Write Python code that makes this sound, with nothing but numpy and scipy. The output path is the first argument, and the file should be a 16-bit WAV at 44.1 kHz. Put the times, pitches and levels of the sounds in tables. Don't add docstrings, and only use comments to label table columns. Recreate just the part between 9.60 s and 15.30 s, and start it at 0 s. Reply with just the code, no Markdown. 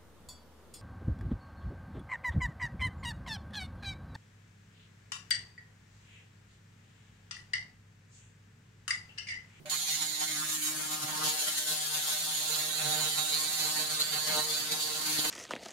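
import sys
import numpy as np
from scipy import signal
from scipy.fft import rfft, irfft, next_fast_len
from scipy.io import wavfile
from scipy.ndimage import uniform_filter1d

SR = 44100
rng = np.random.default_rng(int(sys.argv[2]) if len(sys.argv) > 2 else 0)


def log_audio(samples):
    frames = np.atleast_2d(samples).T
    limited = np.clip(frames, -1, 1)
    pcm = np.round(limited * 32767).astype(np.int16)
    wavfile.write(sys.argv[1], SR, pcm)


N = 251370
TIME = np.arange(N) / SR
SIZE = next_fast_len(N + SR)
HZ = np.maximum(np.arange(SIZE // 2 + 1) * SR / SIZE, 1)
SWEEP_HZ = 153.125
SWEEP_SAMPLES = round(SR / SWEEP_HZ)


def flakes(per_s=9000, spread_db=3):
    sizes = from_db(spread_db * np.minimum(rng.exponential(1, SIZE), 4))
    return sizes * rng.choice([-1, 1], SIZE) * (rng.random(SIZE) < per_s / SR)


# (frequency [Hz], correlation [0-1])
MIC_LIKENESS = [(450, 0.32), (1000, 0.19), (8000, 0.025)]
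# (frequency [Hz], share [0-1])
POP_SURVIVAL = [(450, 0.74), (1500, 0.6), (4200, 0.56), (7000, 0.63), (10000, 0.55), (15000, 0.5)]
# (frequency [Hz], share [0-1])
HEAT_BUILD_UP = [(600, .75), (1500, .65), (4500, .45), (10000, .15)]
def buzz(stubborn_survival=.94, stubborn_gain=.3):
    alike, survival, build_up = over_hz(MIC_LIKENESS), over_hz(POP_SURVIVAL), over_hz(HEAT_BUILD_UP)
    pops = np.sqrt(alike) * rfft(flakes()) + np.sqrt(1 - alike) * rfft([flakes(), flakes()])
    sweep_delay = np.exp(-2j * np.pi * HZ / SWEEP_HZ)
    loose = per_harmonic(1 / ((1 - survival * sweep_delay) * (1 - build_up * survival * sweep_delay)))
    stubborn = per_harmonic(1 / (1 - stubborn_survival * sweep_delay))
    repeats = per_harmonic(loose + stubborn_gain * build_up * stubborn)
    return rms_one(irfft(pops * repeats, SIZE)[:, :N])


# (time [s], relative sizzle level [dB], rasp level [dB])
BURN_LEVELS = [(.1, -36, -52), (.8, -38, -49), (1.0, -38.5, -48.5), (1.45, -39.5, -47.5),
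               (1.75, -34.5, -45), (2.05, -36.5, -50), (2.3, -35.5, -47), (2.75, -34.5, -47.5),
               (3.12, -36, -46), (3.3, -34, -47.5), (3.8, -35, -45.5), (4.3, -35.5, -47.5),
               (4.85, -34, -45.5), (5.08, -37.5, -46.5), (5.4, -37, -45.5), (5.7, -37, -46.5)]
# (time [s], share of the sizzle [0-1])
DUST_SHARE = [(1.1, 0), (1.48, 0.38), (1.7, 0.15), (2.6, 0.1), (3.6, 0.01), (5.15, 0), (5.4, 0.66),
              (5.55, 0.15)]
def burning_line(sizzle_rise_db, rasp_rise_db, flare_share):
    line = shimmer(workshop(buzz()))
    dust = rms_one(np.array([flakes(), flakes()])[:, :N])
    dust_share = in_time(DUST_SHARE)[0]
    sizzle_db, rasp_db = in_time(BURN_LEVELS)
    patchy = rms_one(blend(line, dust, .23 * dust_share) * rust_patches())
    low = rasp(patchy, flare_share) * from_db(rasp_db + rasp_rise_db)
    bright = sizzle(blend(line, dust, dust_share)) * from_db(sizzle_db + sizzle_rise_db)
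    return low + bright


# (time [s], centre [Hz], height [dB])
BITE_GLIDE = [(.1, 3600, 2.5), (.35, 3300, 4.3), (1, 3060, 3), (2.5, 3360, 4), (3.7, 4000, 1.9),
              (4.8, 4360, 3.7), (5.05, 4950, 3.3), (5.7, 4500, 5)]
# (time [s], centre [Hz], height [dB])
EDGE_WHISTLE = [(2.9, 4620, 0), (3.5, 4620, 5), (4.3, 4620, 7), (5.1, 4620, 7), (5.5, 4620, 4)]
# (time [s], centre [Hz], height [dB])
HISS_GLIDE = [(.1, 6800, 7), (.8, 6700, -1), (1.05, 7200, 3.5), (1.5, 7100, 0), (2.9, 6260, 5),
              (3.3, 7100, 3.5), (5.7, 7260, 0)]
# (time [s], bite [dB], hiss [dB], air [dB])
SIZZLE_COLOUR = [(.125, -4, -4.5, -4.5), (.56, -3.5, -4.5, -5.5), (1, -11, -5.5, -3), (1.6, -6, -5.5, -5),
                 (2.7, -4, -6.5, -3.5), (3.74, -2.5, -6.5, -3), (4.07, -4, -5.5, -3),
                 (4.4, -4, -10.5, -6.5), (5.35, -2.5, -6, -4.5), (5.5, -4, -7, -3.5)]
# (time [s], left minus right [dB])
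LINE_PAN = [(.1, -2.5), (1.9, 3), (2.5, 2), (3.3, -3), (5.7, 0.5)]
def sizzle(line, trim_db=-1.5, flutter_db=.5):
    bite, hiss, air = (filtered(line, microphones() * band(*edges_hz))
                       for edges_hz in ((2700, 5300), (5300, 8200), (8200, 17000)))
    bite = gliding_peak(bite, BITE_GLIDE, width_hz=400)
    bite = gliding_peak(bite, EDGE_WHISTLE, width_hz=110)
    hiss = gliding_peak(hiss, HISS_GLIDE, width_hz=700)
    mix = sum(evened(part, length_s=.16) * from_db(colour_db)
              for part, colour_db in zip((bite, hiss, air), in_time(SIZZLE_COLOUR)))
    pan_db = in_time(LINE_PAN)[0] * np.array([[.5], [-.5]])
    return mix * ignition(warm_db=-16) * from_db(trim_db + pan_db + flutter_db * drift(34))


# (time [s], centre [Hz], height [dB])
LOW_GLIDE = [(.3, 780, 6.9), (1.3, 584, 4.7), (2.4, 456, 1.7), (3.8, 790, 1.7), (4.8, 444, 5.7)]
# (time [s], relative level of the lower band [dB])
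RASP_BODY = [(.135, -8.5), (.5, -8.5), (.62, -0.5), (.8, -13), (.88, -16), (1.02, -31), (1.12, -5),
             (1.3, -8), (2.35, -4.5), (3.3, -2.5), (3.78, -1), (4.3, -3), (4.8, 1), (5.7, -2.5)]
# (time [s], centre [Hz], height [dB])
RASP_GLIDE = [(.1, 2170, 5), (0.701, 2110, 11.5), (.9, 1300, -4.5), (1.6, 1080, 8), (1.8, 1030, -4.5),
              (5.7, 783, -5.5)]
def rasp(line, flare_share, body_lift_db=1.5):
    lower, upper = (rms_one(filtered(line, microphones() * band(*edges_hz)))
                    for edges_hz in ((385, 1000), (1000, 2700)))
    lower = gliding_peak(lower, LOW_GLIDE, width_hz=90) * from_db(in_time(RASP_BODY)[0] + body_lift_db)
    plume = evened(gliding_peak(lower + upper, RASP_GLIDE, width_hz=330), length_s=.08)
    return blend(plume, flare_puffs(), flare_share) * ignition(warm_db=1) * from_db(4.5 * flare_share)


def ignition(warm_db, beam_on_s=.056, catch_s=.0957, switch_s=.0017):
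    on, caught = (np.clip((TIME - s) / switch_s, 0, 1) for s in (beam_on_s, catch_s))
    return on * from_db(warm_db * (1 - caught))


# (time [s], hold [s], sizzle rise [dB], rasp rise [dB])
FRESH_RUST = [(.103, 0.052, 2, 8.5), (.267, .092, 3, 5.5), (0.404, .021, 5, 8.5), (0.592, 0.05, 4, 5.5),
              (0.678, 0.18, 2.5, 4.5), (0.883, 0.072, 4.5, 2.5), (1.012, 0.088, 6, 3.5),
              (1.154, 0.11, 1.5, 2.5), (1.3, .046, 5, 4), (1.415, .024, 5, 5), (1.47, .14, 0.5, 4),
              (1.626, 0.07, 5, 4), (1.775, 0.071, 2, 1), (1.864, 0.019, 3.5, 8.5), (1.965, 0.023, 6, 6),
              (2.061, 0.075, 4.5, 5.5), (2.328, 0.052, 2, 4), (2.466, 0.064, 1.5, 3.5),
              (2.888, .13, 2, 2.5), (3.179, 0.29, 0.5, 5.5), (3.569, 0.021, 2.5, 8), (3.72, 0.1, 1, 1.5),
              (3.983, 0.13, 1.5, 3.5), (4.151, 0.071, 2.5, 6), (4.292, 0.052, 3, 3.5),
              (4.387, 0.029, 6.5, 6), (4.513, 0.068, 2.5, 5), (4.661, .14, 3, 7.5), (4.887, 0.11, 2, 1),
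              (5.106, 0.017, 7.5, 7), (5.193, 0.043, 4.5, -2.5), (5.448, 0.17, 3.5, 3),
              (5.633, 0.023, 5, 9.5)]
def surges(attack_s=.018, release_s=.018, lull_s=.015, lull_share=.055):
    rise_db = np.zeros((2, N))
    for s, hold_s, sizzle_db, rasp_db in FRESH_RUST:
        age = TIME - s
        swell = np.clip(age / attack_s, 0, 1) * np.exp(-np.maximum(age - hold_s, 0) / release_s)
        lull = lull_share * np.exp(-np.minimum((age / lull_s + 1) ** 2, 20))
        rise_db += np.outer([sizzle_db, rasp_db], swell - lull)
    return rise_db


# (time [s], half length [s], share of the rasp [0-1], hum change [dB])
EDGE_FLARES = [(1.449, 0.011, 0.02, 10), (1.67, 0.049, 0.39, 4), (3.276, 0.044, 0.33, 8),
               (4.778, 0.025, 0.83, -3), (5.593, 0.0051, 0.9, 14), (5.658, 0.0059, 0.3, -10)]
def flares():
    share, hum_db = sum(np.outer(peaks, bell(TIME - s, half_s)) for s, half_s, *peaks in EDGE_FLARES)
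    return np.clip(share, 0, 1), hum_db


def flare_puffs(top_hz=1640, tilt_db_per_octave=-8.5):
    at = np.arange(0, N, SWEEP_SAMPLES)
    puffs = np.zeros((2, N))
    puffs[:, at] = -1 + .25 * rng.standard_normal((2, len(at)))
    dull = band(340, top_hz) * from_db(tilt_db_per_octave * np.log2(HZ / top_hz))
    return rms_one(filtered(puffs, microphones() * dull))


def rust_patches(depth_db=.5, wander_rad=.99):
    place = 2 * np.pi * SWEEP_HZ * TIME
    return from_db(depth_db * sum(np.cos(k * place + wander_rad * drift(4.4)) for k in range(1, 4)))


def shimmer(x, depth_db=2.7, width_hz=110, length_s=.035):
    hz, s, frames = signal.stft(x, SR, nperseg=1024)
    over_bins = bell(hz[:, None] - hz, width_hz)
    over_frames = np.exp(-np.minimum(((s[:, None] - s) / length_s) ** 2, 50))
    patches = over_bins @ rng.standard_normal(frames.shape) @ over_frames
    gain = from_db(depth_db * patches / patches.std())
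    return rms_one(signal.istft(frames * gain, SR)[1][:, :N])


# (time [s], half length [s], centre [Hz], width [octaves], level [dB])
THICK_FLAKES = [(0.626, 0.018, 746, 0.56, -45), (0.685, 0.017, 2100, .3, -44),
                (0.828, .012, 1250, .5, -42.5), (1.626, 0.016, 1100, 0.83, -36.5),
                (1.665, 0.015, 5600, 0.54, -35.5), (2.952, 0.011, 4400, .9, -34),
                (3.337, .025, 750, 0.56, -45), (3.745, .025, 4400, 0.64, -33),
                (4.419, 0.0083, 4360, 1, -31.5), (4.777, 0.015, 4200, 0.78, -35.5),
                (4.948, 0.02, 4500, 0.41, -35.5), (5.596, 0.014, 4200, 0.85, -33)]
def spits(decay_s=.00057, tail_db=-16.5, spread_db=.5):
    bins = np.arange(SWEEP_SAMPLES // 2 + 1) * SIZE // SWEEP_SAMPLES
    mic_colour, out = microphones()[:, bins], np.zeros((2, N))
    decay = np.exp(-TIME[:SWEEP_SAMPLES] / decay_s) + from_db(tail_db)
    for s, half_s, centre_hz, octaves, level_db in THICK_FLAKES:
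        burst = rng.standard_normal((2, SWEEP_SAMPLES)) * decay
        colour = mic_colour * bell(np.log2(HZ[bins] / centre_hz), octaves)
        pop = rms_one(irfft(rfft(burst) * colour, SWEEP_SAMPLES))
        strength = from_db(level_db + spread_db * rng.standard_normal(N // SWEEP_SAMPLES + 2))
        at = np.flatnonzero(np.abs(TIME - s) < np.pi * half_s)
        sweep, place = np.divmod(at + rng.integers(SWEEP_SAMPLES), SWEEP_SAMPLES)
        out[:, at] += pop[:, place] * strength[sweep] * bell(TIME[at] - s, half_s)
    return out


def start_ring(start_s=.052, length_s=.04, hz=598, level_db=-43):
    progress = np.clip((TIME - start_s) / length_s, 0, 1)
    swell = np.sqrt(np.abs(np.sin(np.pi * progress)))
    return from_db(level_db) * swell * np.sin(2 * np.pi * hz * TIME)


# (time [s], level [dB])
HUM_LEVEL = [(.2, -62.5), (1.68, -56), (1.82, -72), (2.1, -59), (3.45, -56), (5.7, -58)]
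# (time [s], level [dB])
OCTAVE_LEVEL = [(.3, -73), (.42, -59), (1.2, -51), (2.3, -66.5), (4.1, -57.5), (4.7, -65.5), (5.05, -56.5),
                (5.4, -61), (5.5, -49)]
def hum(swell_db):
    def harmonic(order, level_db, pan_db, waver_rad, mic_waver_rad):
        waver = waver_rad * drift(5) + mic_waver_rad * np.array([drift(6), drift(6)])
        tone = np.sqrt(2) * np.sin(2 * np.pi * order * SWEEP_HZ * TIME + waver)
        return tone * from_db(level_db + drift(9)) * from_db([[-pan_db], [pan_db]])

    first_db = in_time(HUM_LEVEL)[0] + swell_db
    octave_db = in_time(OCTAVE_LEVEL)[0] + .76 * swell_db
    return (harmonic(1, first_db, pan_db=1.1, waver_rad=2, mic_waver_rad=.85)
            + harmonic(2, octave_db, pan_db=.5, waver_rad=.82, mic_waver_rad=1))


# (frequency [Hz], level [dB])
LEFT_MIC = [(450, -22.5), (800, -10), (1100, -17.5), (1450, -9), (2300, -16), (3100, -3), (4300, 6),
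            (5200, -4.5), (6400, -7), (8200, -14), (9150, -7), (9950, -12.5), (10800, -10), (15500, -21)]
# (frequency [Hz], level [dB])
RIGHT_MIC = [(450, -16.5), (800, -11.5), (1450, -7.5), (2700, -10.5), (3150, 3.5), (4200, 11), (4620, 4),
             (4950, -6), (6000, -5), (6950, 1.5), (7900, -11.5), (10100, -24.5), (11000, -15),
             (15500, -22.5)]
def microphones():
    return from_db([over_hz(LEFT_MIC), over_hz(RIGHT_MIC)])


def workshop(x, t60_s=.77, tail_db=-4, positions=6):
    out, spectrum = x, rfft(x, SIZE)
    position = TIME / TIME[-1] * (positions - 1)
    for k in range(positions):
        tail = rng.standard_normal((2, SR)) * from_db(-60 * TIME[:SR] / t60_s)
        tail /= np.sqrt(np.sum(tail ** 2, axis=1, keepdims=True))
        crossfade = np.sqrt(np.maximum(1 - np.abs(position - k), 0))
        out = out + from_db(tail_db) * crossfade * irfft(spectrum * rfft(tail, SIZE), SIZE)[:, :N]
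    return out


# (frequency [Hz], relative level [dB])
RUMBLE_SPECTRUM = [(20, -11), (55, -15), (200, -2.5), (400, -13.5), (900, -39)]
# (time [s], relative level [dB])
RUMBLE_LEVEL = [(.07, -67.5), (.13, -78.5), (1.68, -70.5), (2, -80), (3.1, -78), (3.22, -73.5), (5.7, -67)]
def rumble(rasp_rise_db, flare_share, lift_db=7.5):
    level_db = in_time(RUMBLE_LEVEL)[0] + lift_db + rasp_rise_db + 4 * flare_share
    return room_noise(RUMBLE_SPECTRUM, side_db=-27, pan_db=7) * from_db(level_db)


# (frequency [Hz], relative level [dB])
AIR_SPECTRUM = [(70, -32), (125, 3), (190, -3.5), (260, -0.5), (420, -7.5), (1000, -14), (12000, -27)]
def workshop_air():
    return room_noise(AIR_SPECTRUM, side_db=-.5, pan_db=-1.5) * from_db(-63)


def room_noise(spectrum, side_db, pan_db):
    mid, side = filtered(rng.standard_normal((2, SIZE)), from_db(over_hz(spectrum)))
    pair = mid + from_db(side_db) * side * np.array([[1], [-1]])
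    return rms_one(pair * from_db([[-pan_db], [pan_db]]))


def gliding_peak(x, track, width_hz):
    hz, s, frames = signal.stft(x, SR, nperseg=512)
    at, centre_hz, height_db = np.transpose(track)
    offset_hz = hz[:, None] - np.interp(s, at, centre_hz)
    gain = from_db(np.interp(s, at, height_db) * bell(offset_hz, width_hz))
    power = np.mean(np.abs(frames) ** 2, axis=(0, 2))
    gain /= np.sqrt(power @ gain ** 2 / power.sum())
    return signal.istft(frames * gain, SR)[1][:, :N]


def evened(x, length_s):
    smoothing = np.exp(-np.minimum((HZ * length_s) ** 2, 50))
    power = filtered(np.mean(x ** 2, axis=0), smoothing)
    return rms_one(x / np.sqrt(np.maximum(power, power.mean() / 10)))


def per_harmonic(comb):
    return comb / np.sqrt(uniform_filter1d(np.abs(comb) ** 2, round(SWEEP_HZ * SIZE / SR)))


def drift(rate_hz):
    step, size = 32, 8192
    hz = np.arange(size // 2 + 1) * SR / step / size
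    slow = irfft(rfft(rng.standard_normal(size)) / (1 + (hz / rate_hz) ** 4))
    return np.interp(np.arange(N) / step, np.arange(size), slow / slow.std())


def blend(x, other, share):
    return np.sqrt(1 - share) * x + np.sqrt(share) * other


def bell(offset, width):
    return np.exp(-(offset / width) ** 2)


def band(low_hz, high_hz):
    return ((1 + (low_hz / HZ) ** 24) * (1 + (HZ / high_hz) ** 24)) ** -.5


def filtered(x, response):
    return irfft(rfft(x, SIZE) * response, SIZE)[..., :N]


def in_time(rows):
    s, *columns = np.transpose(rows)
    return [np.interp(TIME, s, column) for column in columns]


def over_hz(points):
    hz, value = np.transpose(points)
    return np.interp(np.log(HZ), np.log(hz), value)


def rms_one(x):
    return x / np.sqrt(np.mean(x.mean(axis=0) ** 2) + 1e-20)


def from_db(db):
    return 10 ** (np.asarray(db) / 20)


def scene():
    sizzle_rise_db, rasp_rise_db = surges()
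    flare_share, flare_hum_db = flares()
    burn = burning_line(sizzle_rise_db, rasp_rise_db, flare_share)
    background = hum(rasp_rise_db + flare_hum_db) + rumble(rasp_rise_db, flare_share) + workshop_air()
    return burn + spits() + start_ring() + background


def record(dry, cutoff_hz=15750):
    return filtered(dry, 1 / np.sqrt(1 + (HZ / cutoff_hz) ** 400))


dry = scene()
out = record(dry)
log_audio(out)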